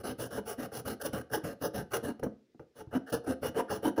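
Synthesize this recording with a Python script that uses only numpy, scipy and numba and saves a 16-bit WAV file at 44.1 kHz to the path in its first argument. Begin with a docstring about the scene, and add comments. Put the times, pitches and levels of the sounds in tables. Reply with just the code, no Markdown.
"""Quick rasping strokes, about three cycles a second, with one pause: a junior hacksaw on a plastic bottle.
Teeth tick across the cut, ringing the thin blade and the hollow bottle and shaking the bench under it.
Now and then the blade binds and chatters, or the bottle knocks on the bench.
A small room adds a short tail and faint steady noise."""
import sys
import numpy as np
from scipy import signal
from scipy.fft import rfft, irfft
from scipy.io import wavfile
from scipy.ndimage import uniform_filter1d
from numba import njit

SR = 44100
rng = np.random.default_rng(int(sys.argv[2]) if len(sys.argv) > 2 else 0)


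def log_audio(samples):
    """Write samples as a 16-bit WAV file to the path given in sys.argv[1]."""
    # one column per channel
    frames = np.atleast_2d(samples).T
    # limit to full scale, then quantise
    limited = np.clip(frames, -1, 1)
    pcm = np.round(limited * 32767).astype(np.int16)
    wavfile.write(sys.argv[1], SR, pcm)


N = 176400
TIME_S = np.arange(N) / SR

# Saw strokes. Each row: start and end in seconds, direction (+1 push, -1 pull),
# force on blade, wall, hollow and bench in relative dB, swell over the stroke in dB.
STROKES = [(-.08, 0.027, 1, -54.5, -53, -50, -49, 2), (0.032, 0.138, -1, -47, -44.5, -38.5, -39.5, -5),
           (0.182, 0.281, 1, -43, -44, -41.5, -39.5, -4.5), (0.299, .405, -1, -50, -45.5, -40.5, -41, 7),
           (0.455, 0.55, 1, -44, -45.5, -41, -48, -4), (0.575, 0.676, -1, -50.5, -44.5, -38.5, -40.5, -2.5),
           (0.719, 0.817, 1, -44.5, -46, -42.5, -44, -1), (.847, 0.949, -1, -47, -44.5, -39, -39, -3),
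           (1.027, 1.099, 1, -44, -43, -41.5, -37.5, -7), (1.125, 1.220, -1, -52, -45.5, -36.5, -40, -12),
           (1.31, 1.391, 1, -43, -38, -39, -39, 1.5), (1.433, 1.546, -1, -52, -47.5, -40.5, -41.5, -8.5),
           (1.607, 1.69, 1, -41, -39.5, -38, -36.5, 1), (1.734, 1.836, -1, -47, -42.5, -37.5, -36, -6.5),
           (1.909, 1.993, 1, -43.5, -40, -38, -42, -0.5), (2.024, 2.119, -1, -50.5, -45, -37, -38.5, -3.5),
           (2.224, 2.28, 1, -58, -48.5, -40, -36, -13), (2.746, 2.830, 1, -58, -56, -53, -52.5, 15),
           (2.922, 2.985, -1, -52.5, -42.5, -33, -37, 0.5),
           (3.117, 3.193, 1, -46.5, -42.5, -35.5, -35.5, -17),
           (3.26, 3.344, -1, -49, -43, -34.5, -35.5, -1.5), (3.418, 3.502, 1, -42, -41.5, -45, -36, -2),
           (3.540, 3.625, -1, -53, -41, -34, -36.5, 8), (3.694, 3.792, 1, -42, -38, -38, -36.5, -14.5),
           (3.823, 3.906, -1, -47, -40.5, -32, -34.5, -1), (3.98, 4.067, 1, -53, -40, -29, -32, -4)]
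# The blade binds. Each row: middle and length in seconds, slip rate in Hz,
# chatter, rasp and crunch in relative dB.
SNAGS = [(0.387, .024, 461, -29.5, -67, -43), (0.884, 0.022, 468, -34, -50, -52),
         (1.06, 0.03, 518.3, -30.5, -41, -57), (1.346, 0.034, 490, -33.5, -39.5, -31.5),
         (1.377, .016, 444, -27, -60, -37), (1.651, .036, 518.7, -26, -50, -51),
         (1.944, 0.023, 536, -31.5, -34, -41), (1.963, .031, 446, -30.5, -42, -41),
         (2.094, 0.062, 261.2, -30.5, -68, -51), (2.270, 0.01637, 248, -27.5, -90, -44),
         (2.965, .036, 249, -23, -58, -53), (3.141, 0.027, 479.6, -28.5, -40.5, -59),
         (3.294, .05, 278.5, -27, -73, -80), (3.457, .015, 507.5, -24, -57, -45),
         (3.582, .055, 430, -27.5, -51, -46), (3.601, .02, 467.8, -37, -62, -37),
         (3.725, 0.028, 525, -31.5, -68, -32.5), (3.86, .029, 309.3, -23.5, -46.5, -38.5),
         (3.883, .026, 292.4, -23, -52.5, -43.5), (3.984, 0.017, 280.6, -24.5, -45.5, -34)]
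# Knocks and tooth catches. Each row: start and decay in seconds,
# force on blade, wall, hollow and bench in relative dB.
KNOCKS = [(1.132, 0.0055, -42.5, -48.5, -36, -30), (1.335, 0.0057, -46, -30.5, -35.5, -56),
          (1.440, 0.0047, -54, -54, -38, -29), (1.935, 0.0061, -32, -33.5, -30.5, -55),
          (2.195, 0.0047, -57.5, -60, -41, -38), (2.229, 0.0019, -52, -36, -29.5, -37),
          (2.233, 0.0068, -42, -42, -47, -38), (2.263, 0.0053, -70, -54, -37, -40),
          (2.545, .012, -92, -86, -64.5, -49.5), (2.595, 0.018, -68, -58.5, -45.5, -43),
          (2.873, 0.0042, -84, -71, -66, -38.5), (3.125, 0.0058, -31.5, -38, -49, -48),
          (3.429, 0.0094, -59, -40.5, -32, -55), (3.978, 0.0072, -46, -42, -29, -38)]
# Scuffs in the cut. Each row: middle and length in seconds,
# force on blade, wall, hollow and whine in relative dB.
SCUFFS = [(0.721, 0.011, -66, -58, -47, -53), (1.008, 0.026, -58, -53, -45, -61),
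          (1.02, .018, -41.5, -45, -41, -64), (1.214, .014, -56.5, -53, -48, -65),
          (1.303, 0.012, -68, -60, -47, -67), (2.122, 0.011, -60.5, -56, -54, -76),
          (2.811, .016, -69, -52.5, -47.5, -67), (2.916, 0.019, -68, -61, -56, -54),
          (3.085, 0.048, -56, -51, -48, -58.5), (3.105, 0.016, -50.5, -65, -44.5, -67),
          (3.247, .026, -61, -68, -46.5, -55), (3.69, 0.026, -71, -52, -56, -60),
          (3.968, 0.019, -54, -48, -43, -68)]
# Resonances. Each row: centre and width in Hz, gain on the push and on the pull in relative dB.
BLADE_MODES = [(2888, 127, 4.5, 9), (3130, 67, -2, -15.5), (3286, 160, -5, -29), (3795, 660, -8.5, -2.5),
               (4320, 510, -5.5, -0.5), (5330, 385, -1.5, 1.5), (5874, 310, -1.5, 0.5), (6100, 130, 1, 3.5),
               (6440, 590, -9, -7), (10080, 805, .5, 3.5), (10840, 580, 1, 4), (11500, 740, -7, -2),
               (14800, 265, 4, 4.5)]
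WALL_MODES = [(840, 63, 1, -4), (920, 293, -4, -5), (1197, 292, -1.5, -1), (1596, 150, -0.5, 2),
              (1862, 246, -10, -7)]
CRUNCH_MODES = [(898, 110, -9.5, 0), (1248, 240, -12, -11.5)]  # bottle wall, as the plastic crunches
WHINE_MODES = [(1567, 116, -7.5, 5.5)]  # bottle wall, as the blade turns
HOLLOW_MODES = [(421.7, 55, 3.5, 1.5), (549, 93.4, 0.5, -1.5), (732, 98, -5.5, -6)]
BENCH_MODES = [(61, 145, -14.5, -11.5), (114, 79.4, -3, -3), (183.6, 25.3, -7, -4), (239, 37.7, -5.5, -1),
               (322.5, 23.3, -3, -5)]
# Blade tone. Each row: time in seconds, lower ring over upper sizzle in dB.
RING_OVER_SIZZLE = [(0, 2), (.7, -4), (1.4, -0.5), (2.1, -0.5), (2.8, 9.5), (3.2, 4), (3.6, 5.5), (4, 2)]
# Force grows as a power of speed. One exponent each for blade, wall, hollow and bench.
FORCE_EXPONENTS = [0.96, 0.89, 0.63, 0.1]
# Room tail. Each row: low and high edge in Hz, T60 in seconds, level in dB.
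ROOM_BANDS = [(60.5, 150, 0.31, -9.5), (202, 284, 0.39, -9.5), (284, 820, 0.28, -8.5),
              (780, 1920, 0.35, -14.5), (2010, 4800, 0.32, -12), (3892, 11400, .17, -13),
              (11400, 13000, 0.088, -19.5)]
# Still air of the room. Each row: frequency in Hz, spectral density in relative dB.
AIR_SPECTRUM = [(25, -29.5), (110, -13.5), (250, -12), (420, -2), (750, -31), (1700, -26.5), (5500, -30),
                (8000, -39), (16000, -46)]


def saw():
    """The teeth drive the blade, the bottle's wall and hollow, and the bench."""
    speed, pushed, (on_blade, on_wall, on_hollow, on_bench) = arm()
    clicks, tearing = teeth(speed)
    chatter, rasp, crunch = snags()
    scuff_blade, scuff_wall, scuff_hollow, whine = scuffs()
    thuds, rattles = knocks()
    _, thud_wall, thud_hollow, thud_bench = thuds
    rattle_blade, rattle_wall, rattle_hollow, rattle_bench = rattles

    fine = unit_rms(tearing + .63 * clicks)
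    coarse = unit_rms(tearing + .46 * clicks)
    uneven_bite = from_db(1.47 * drift(rate_hz=130))
    wall_grain = even_out(coarse, 800, 1400, hold_s=.011) * uneven_bite
    hollow_grain = even_out(coarse, 470, 614, hold_s=.019) * uneven_bite
    bench_grain = even_out(coarse, 88, 400, hold_s=.035)

    blade_force = tilt(fine * uneven_bite * (on_blade + rasp + scuff_blade + rattle_blade))
    wall_force = wall_grain * (on_wall + scuff_wall + rattle_wall + rasp) + thud_wall
    hollow_force = hollow_grain * (on_hollow + scuff_hollow + rattle_hollow) + thud_hollow
    bench_force = bench_grain * (on_bench + rattle_bench) + thud_bench

    blade = from_db(-2) * butter(resonate(blade_force, BLADE_MODES, pushed), 2250, "high")
    wall = resonate(wall_force, WALL_MODES, pushed)
    wall += resonate(wall_grain * crunch, CRUNCH_MODES, pushed)
    wall -= resonate(wall_grain * whine, WHINE_MODES, pushed)
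    hollow = resonate(hollow_force, HOLLOW_MODES, pushed)
    bottle = butter(wall + hollow, 2110, "low", order=3)
    bench = butter(resonate(bench_force, BENCH_MODES, pushed), 606.42, "low")
    return blade + bottle - bench + chatter


def arm(attack_s=.026, release_s=.036, coast_s=.01, drag_db=-19, drag_s=.05):
    """Each stroke speeds up, holds and stops; the blade drags lightly around it."""
    speed, pushed, force = np.zeros(N), np.ones(N, bool), np.zeros((4, N))
    for start_s, end_s, direction, *levels_db, swell_db in STROKES:
        on = (TIME_S > start_s) & (TIME_S < end_s)
        t = TIME_S[on]
        progress = (t - start_s) / (end_s - start_s)
        rise = np.sin(np.pi / 2 * np.minimum((t - start_s) / attack_s, 1))
        fall = np.sin(np.pi / 2 * np.minimum((end_s - t) / release_s, 1))
        speed[on] = rise * fall
        pushed[TIME_S > start_s] = direction > 0
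        swell = from_db(swell_db * (progress - .5))
        force[:, on] = from_db(levels_db)[:, None] * speed[on] ** np.array(FORCE_EXPONENTS)[:, None]
        force[:, on] *= swell
        force[0, on] *= (np.pi / 2 * np.sin(np.pi * progress)) ** .15  # blade force arches slightly
    force[0] += from_db(drag_db) * uniform_filter1d(force[0], int(drag_s * SR) + 1)
    return speed, pushed, uniform_filter1d(force, int(coast_s * SR) + 1)


def teeth(speed, full_speed_hz=750, jitter=.3, spread_db=1.24, fade_per_tooth=1.2):
    """Each tooth catches with a click and tears a short, fading chip."""
    rate_hz = full_speed_hz * (1 + speed) / 2 * np.exp(jitter * drift(rate_hz=500))
    travel = np.cumsum(rate_hz) / SR
    tooth = travel.astype(int)
    bite = from_db(spread_db * np.clip(rng.standard_normal(N), -2, 2))[tooth]
    clicks = bite * np.diff(tooth, prepend=0)
    tearing = bite * np.exp(-fade_per_tooth * (travel % 1)) * rng.standard_normal(N)
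    return unit_rms(clicks - clicks.mean()), unit_rms(tearing)


def snags(jitter=.144, sag=.21, overtone=.14):
    """Stick-slip at a sagging, unsteady rate: chatter tone, plus rasp and crunch envelopes."""
    chatter, rasp, crunch = np.zeros((3, N))
    unsteady = np.exp(jitter * drift(rate_hz=300))
    for middle_s, length_s, slip_hz, chatter_db, rasp_db, crunch_db in SNAGS:
        on = abs(TIME_S - middle_s) < length_s / 2
        grip = arch(middle_s, length_s)[on]
        rate_hz = slip_hz * unsteady[on] * np.exp(-sag * (TIME_S[on] - middle_s) / length_s)
        phase = 2 * np.pi * np.cumsum(rate_hz) / SR
        chatter[on] += from_db(chatter_db) * grip * (np.sin(phase) + overtone * np.sin(2 * phase))
        rasp[on] += from_db(rasp_db) * grip
        crunch[on] += from_db(crunch_db) * grip
    return chatter, rasp, crunch


def knocks(thud_db=19.5):
    """The bottle hits the bench or a tooth catches: one impulse and a dying rattle envelope."""
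    thuds, rattles = np.zeros((2, 4, N))
    for start_s, decay_s, *levels_db in KNOCKS:
        on = (TIME_S >= start_s) & (TIME_S < start_s + .1)
        rattles[:, on] += from_db(levels_db)[:, None] * np.exp(-(TIME_S[on] - start_s) / decay_s)
        thuds[:, int(start_s * SR)] = from_db(levels_db) * from_db(thud_db)
    return thuds, rattles


def scuffs():
    """Brief, light forces as the blade turns or reseats in the cut."""
    return sum(from_db(levels_db)[:, None] * arch(middle_s, length_s)
               for middle_s, length_s, *levels_db in SCUFFS)


def even_out(friction, low_hz, high_hz, hold_s):
    """Level the friction's chance swells in one band."""
    band = butter(butter(friction, low_hz, "high"), high_hz, "low")
    power = uniform_filter1d(unit_rms(band) ** 2, int(hold_s * SR))
    return friction / np.sqrt(power + .019)


def tilt(force, split_hz=4600):
    """Shift the blade force between lower ring and upper sizzle."""
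    gain = from_db(np.interp(TIME_S, *np.transpose(RING_OVER_SIZZLE)) / 2)
    lower = butter(force, split_hz, "low", order=1)
    return lower * gain + (force - lower) / gain


def resonate(force, modes, pushed, wander_db=2, bend_share=.018):
    """Parallel modes, power-normalised, bent by flexing, weighted by direction and wandering contact."""
    ringing, power = 0, 0
    for k, (hz, width_hz, push_db, pull_db) in enumerate(modes):
        radius = np.exp(-np.pi * abs(width_hz) / SR)
        gain = from_db(np.where(pushed, push_db, pull_db) + wander_db * drift(rate_hz=20))
        centre_hz = hz + min(bend_share * hz, width_hz / 2) * drift(rate_hz=11)
        ringing += (-1) ** k * ring(force * gain + 1e-18, 2 * np.pi * centre_hz / SR, radius)
        power += from_db((push_db + pull_db) / 2) ** 2 * (1 - radius ** 2) / 2
    return ringing / np.sqrt(power)


@njit
def ring(force, angle_rad, radius):
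    """Two-pole resonance with a moving centre."""
    y = np.zeros(len(force))
    for i in range(2, len(force)):
        drive = (1 - radius ** 2) / 2 * (force[i] - force[i - 2])
        y[i] = drive + 2 * radius * np.cos(angle_rad[i]) * y[i - 1] - radius ** 2 * y[i - 2]
    return y


def room(sound, delay_s=.0016, build_s=.0052):
    """Short diffuse tail: upper bass hangs longest, treble dies first."""
    t = TIME_S[:SR // 2]
    build = np.clip((t - delay_s) / build_s, 0, 1)
    tail = 0
    for low_hz, high_hz, t60_s, level_db in ROOM_BANDS:
        echoes = rng.standard_normal(len(t)) * build * np.exp(-np.log(1000) * t / t60_s)
        band = butter(butter(echoes, low_hz, "high", order=4), high_hz, "low", order=4)
        tail += from_db(level_db) * np.sqrt(2 * (high_hz - low_hz) / SR) * band / np.linalg.norm(band)
    return signal.fftconvolve(sound, tail)[:N]


def air(level_db=-73):
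    """Faint steady room noise."""
    hz, density_db = np.transpose(AIR_SPECTRUM)
    bins_hz = np.arange(N // 2 + 1) * SR / N
    colour = from_db(np.interp(np.log(bins_hz + 1), np.log(hz), density_db))
    return from_db(level_db) * unit_rms(irfft(rfft(rng.standard_normal(N)) * colour, N))


def from_db(db):
    """Decibels to gain."""
    return 10 ** (np.asarray(db) / 20)


def unit_rms(x):
    """Scale to unit power."""
    return x / np.sqrt(np.mean(x ** 2) + 1e-20)


def butter(x, hz, kind, order=2):
    """Low- or high-pass."""
    return signal.sosfilt(signal.butter(order, hz, kind, fs=SR, output="sos"), x + 1e-18)


def drift(rate_hz):
    """Unit normal draws joined by straight lines."""
    return np.interp(TIME_S * rate_hz, np.arange(N // 10), rng.standard_normal(N // 10))


def arch(middle_s, length_s):
    """Half-cosine rise and fall."""
    return np.cos(np.pi * np.clip((TIME_S - middle_s) / length_s, -.5, .5))


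def scene():
    """The saw in its room, mono."""
    sawing = saw()
    return (sawing + room(sawing) + air())[None]


def record(dry, cutoff_hz=15800):
    """Steep low-pass."""
    return signal.sosfilt(signal.ellip(10, .2, 70, cutoff_hz, fs=SR, output="sos"), dry)


dry = scene()
out = record(dry)
log_audio(out)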